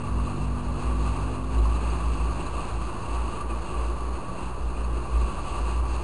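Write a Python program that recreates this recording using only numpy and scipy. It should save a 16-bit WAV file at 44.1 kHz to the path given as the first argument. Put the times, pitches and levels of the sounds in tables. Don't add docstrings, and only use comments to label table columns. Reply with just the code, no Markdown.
import sys
import numpy as np
from scipy import signal
from scipy.io import wavfile
from scipy.ndimage import uniform_filter1d

SR = 44100
rng = np.random.default_rng(int(sys.argv[2]) if len(sys.argv) > 2 else 0)


def digitize_waveform(pressure):
    field = np.atleast_2d(pressure).T
    bounded = np.clip(field, -1, 1)
    quanta = np.round(bounded * 32767).astype(np.int16)
    wavfile.write(sys.argv[1], SR, quanta)


def gain_from_db(level_db):
    decades = np.asarray(level_db, float) / 20
    return 10 ** decades


N = 265923


def track(table):
    start_s, *columns = np.transpose(table)
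    return [np.interp(np.arange(N) / SR, start_s, column) for column in columns]


def unit(x):
    return x / np.sqrt(np.mean(x ** 2))


def band(x, hz, width_hz):
    return signal.lfilter(*signal.iirpeak(hz, hz / width_hz, SR), x)


def walk(rate_hz):
    hold = int(SR / rate_hz)
    steps = np.repeat(rng.standard_normal(N // hold + 1), hold)
    smooth = uniform_filter1d(uniform_filter1d(steps, hold), hold)
    return 1.064 * smooth[:N]


def turns(hz):
    return 2 * np.pi * np.cumsum(hz) / SR


def roar():
    # start_s, level_db
    air = [(0, -51.5), (.74, -51.5), (.83, -48), (1.22, -48), (1.45, -54), (1.7, -49.5), (1.87, -47),
           (2.05, -49.5), (2.45, -47.5), (2.95, -50), (3.33, -48), (3.5, -51), (3.75, -49), (4.05, -51),
           (4.7, -53), (5.55, -47), (5.82, -52), (5.93, -48)]
    # middle_s, half_length_s, change_db
    gaps = [(0.256, 0.066, 1), (1.002, 0.073, -1), (1.537, 0.086, 3), (3.092, .05, 1.5), (3.967, 0.052, -1),
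            (4.33, 0.056, 0.5), (4.428, 0.062, 3), (4.687, .04, -1.5), (4.783, .04, 2), (4.95, 0.05, -0.5),
            (5.7, 0.066, 1)]
    # pitch_hz, level_db (per Hz)
    colour_points = np.array([(12, -31), (20, 6), (65, -4.5), (130, -11), (357, -12.5), (755, -19),
                              (1150, -19), (1320, -22), (1880, -45.5), (2670, -34), (3080, -42),
                              (4480, -35), (5400, -54), (7020, -84), (11900, -120)])
    # pitch_hz, width_hz, gain_db
    housing = [(351, 38, 4), (997, 166, 6), (1148, 53, 9.5), (1186, 68, 4.5), (1700, 380, 2.5),
               (2080, 500, 1), (2533, 230, 10.5), (2678, 137, 11), (3010, 110, -14.5), (3650, 320, -4.5),
               (4160, 790, 4.5)]

    t = np.arange(N) / SR
    flow_db, = track(air)
    flow_db = flow_db - flow_db.mean()
    flow_db = flow_db + sum(change * np.exp(-((t - s) / half) ** 2) for s, half, change in gaps)
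    total_db = -37.5 + 0.41 * flow_db
    rumble_db = -1.5 + 4.5 * walk(9)
    hiss_db = flow_db
    rattle_db = 0.35 * flow_db
    shake = walk(30)

    noise_sum = 0
    for hz in 22 * 2 ** np.arange(0, 8, 1 / 3):
        place = np.interp(np.log(hz), np.log([45, 90, 1500, 2200, 3200, 3800]), np.arange(6))
        share = np.clip(1 - abs(place - np.array([0, 3.5, 5])) / np.array([1, 2, 1]), 0, 1)
        swing_db = share[0] * rumble_db + share[1] * hiss_db + share[2] * rattle_db
        colour_db = np.interp(np.log(hz), np.log(colour_points[:, 0]), colour_points[:, 1])
        colour_db = colour_db + 10 * np.log10(hz)
        noise = band(rng.standard_normal(N), hz, hz / 3)
        noise = unit(band(noise, hz, hz / 3))
        flicker_db = (0.5 + 0.1 * place) * walk(22) + 0.2 * place * shake
        noise_sum = noise_sum + gain_from_db(colour_db + 2.0 * share[1] + swing_db + flicker_db) * noise

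    flare = gain_from_db(1.6 * walk(45))
    ringing = 0
    for hz, width_hz, gain_db in housing:
        drive = noise_sum * flare if gain_db > 0 else noise_sum
        ringing = ringing + (gain_from_db(gain_db) - 1) * band(drive, hz, width_hz)
    low_cut = signal.butter(N=1, Wn=38, btype="high", fs=SR, output="sos")
    coloured = signal.sosfilt(low_cut, noise_sum + ringing)
    return unit(coloured) * gain_from_db(total_db + 3.5)


def car():
    # start_s, pitch_hz, level_db
    hum = [(0, 73.64, -48), (1, 79, -55), (1.7, 84.35, -43), (2.35, 89.8, -48), (2.95, 85.56, -44),
           (3.3, 87.7, -48), (3.9, 89.3, -59), (4.4, 92.9, -45), (4.85, 95.6, -55), (5.2, 95.1, -65),
           (5.5, 96.2, -48), (6.03, 97, -50)]
    hz, level_db = track(hum)
    tone = np.sin(turns(hz * (1 + 0.006 * walk(8))))
    return np.sqrt(2) * gain_from_db(level_db - 1.5 + 1.5 * walk(6)) * tone


def boom():
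    # start_s, hold_s, level_db, pitch_hz
    gusts = [(0.14, 0.064, -25.5, 57.8), (0.443, 0.084, -28, 59.3), (0.669, 0.043, -30.5, 59.4),
             (0.88, 0.2, -24, 58.1), (1.21, 0.059, -27.9, 58.6), (1.447, 0.17, -29, 58.54),
             (1.594, 0.044, -19.5, 55.6), (1.711, 0.033, -23.2, 57.64), (1.865, 0.075, -25.5, 58.54),
             (2.083, 0.014, -23, 57.7), (2.229, 0.055, -24.5, 58.0), (2.256, 0.19, -36, 59.2),
             (2.558, 0.0074, -30, 57.3), (2.757, 0.062, -28.5, 55.6), (3.137, 0.087, -27, 56.33),
             (3.47, 0.084, -29.5, 56.9), (3.775, 0.11, -27, 57.85), (4.039, 0.072, -30, 58.3),
             (4.427, 0.098, -37, 57.9), (4.576, 0.013, -43, 59.56), (4.656, 0.0063, -26.1, 57.7),
             (4.81, 0.15, -25.9, 56.8), (5.167, 0.063, -20.9, 57.3), (5.39, 0.025, -33.8, 58.0),
             (5.546, 0.12, -35, 54.1), (5.626, 0.018, -24.5, 55.4), (5.762, 0.046, -25, 59.0),
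             (5.919, 0.038, -25.5, 60.1)]
    rise_s, fall_s, lull_db = 0.036, 0.051, -44
    t = np.arange(N) / SR
    power = gain_from_db(2 * lull_db)
    for s, hold_s, level_db, _ in gusts:
        before = np.maximum(s - t, 0) / rise_s
        after = np.maximum(t - s - hold_s, 0) / fall_s
        power = power + gain_from_db(2 * level_db) * np.exp(-before ** 2 - after ** 2)
    hz, = track(sorted((s + hold_s / 2, pitch_hz) for s, hold_s, _, pitch_hz in gusts))
    tone = np.sin(turns(hz * (1 + 0.015 * walk(18))))
    return np.sqrt(2 * power) * gain_from_db(-0.3 + 0.8 * walk(22)) * tone


def rings(events, trim_db):
    out = np.zeros(N)
    for start_s, peak_db, hz, ring_s in events:
        t = np.arange(int(3 * SR * ring_s)) / SR
        shape = np.minimum(t / 0.002, 1) * np.exp(-(t / ring_s) ** 2.5)
        roughness = 1 + 0.23 * rng.standard_normal(len(t))
        tone = np.sin(2 * np.pi * hz * t) * roughness
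        first = int(start_s * SR)
        out[first:first + len(t)] += gain_from_db(peak_db + trim_db) * shape * tone
    return out


def loose_parts():
    # start_s, peak_db, pitch_hz, ring_s
    pings = [
        (0.2557, -46, 4040, 0.016),
        (0.3594, -48, 4250, 0.016),
        (0.7253, -58, 4000, 0.019),
        (0.8235, -47, 4220, 0.02),
        (1.5845, -40, 4000, 0.011),
        (1.7504, -42, 3960, 0.015),
        (1.8995, -39, 4630, 0.014),
        (2.4636, -38, 4070, 0.011),
        (4.8374, -46, 4380, 0.022),
    ]
    knocks = [
        (0.198, -30, 1103, 0.012),
        (1.44, -32, 1144, 0.011),
        (1.6534, -26, 1090, 0.007),
        (3.4045, -30.5, 1182, 0.018),
    ]
    squeaks = [
        (4.7401, -46, 2470, 0.015),
        (4.7646, -42, 2460, 0.014),
        (4.8387, -50, 2570, 0.015),
    ]
    return rings(pings, trim_db=-4.5) + rings(knocks, trim_db=0.5) + rings(squeaks, trim_db=-1)


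def engine():
    # start_s, firing_rate_hz, level_db (of order 2), load_db (upper orders)
    speed = [(0, 47.4, -37, 0), (.3, 48.6, -36, 0), (.8, 49.6, -38, 0), (1.2, 50.8, -38.5, 0),
             (1.55, 51.6, -38.5, -2), (1.9, 53, -40, -3), (2.3, 53.8, -43, -2), (2.7, 54.4, -44, -9),
             (3.05, 55.8, -43, -10), (3.4, 57, -45, -10), (3.75, 58, -47, -10), (4.1, 60, -51, -10),
             (4.3, 61, -46, -10), (4.7, 61.2, -47, -10), (5.1, 62, -46, -10), (5.4, 63.5, -47, -10),
             (5.7, 64.3, -46, -10), (6.03, 65, -48, -10)]
    # order (times the firing rate), level_db (against order 2)
    exhaust = [(1, -9), (2, 0), (2.5, -18), (3, -.5), (4, -7), (5, -1.5), (6, -15), (7, -16)]
    hz, level_db, load_db = track(speed)
    phase = turns(hz * (1 + 0.007 * walk(20)))
    tones = 0
    for order, order_db in exhaust:
        waver_db = 2.3 * walk(11)
        softening_db = load_db * np.clip((order - 2.6) / 2.4, 0, 1)
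        tone = np.sin(order * phase + rng.uniform(0, 2 * np.pi))
        tones = tones + gain_from_db(order_db + waver_db + softening_db) * tone
    return np.sqrt(2) * gain_from_db(level_db - 1.1) * tones


def scene():
    return (roar() + car() + boom() + loose_parts() + engine())[None]


def roll_off(x):
    return signal.sosfilt(signal.butter(12, 10650, fs=SR, output="sos"), x)


def record(dry):
    offset = 0.019
    coarse = 4
    x = signal.sosfilt(signal.butter(6, 4900, fs=SR, output="sos"), dry) + offset
    held = np.zeros_like(x)
    held[:, ::coarse] = 2 * x[:, ::coarse]
    held[:, 2:] += held[:, :-2].copy()
    top_cut = signal.firwin(137, 9950, window=("kaiser", 8), fs=SR)
    held = signal.fftconvolve(held - offset, top_cut[None], "same") + offset
    held = held + gain_from_db(-91.0) * rng.standard_normal(held.shape)
    return roll_off(held)


dry = scene()
out = record(dry)
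digitize_waveform(out)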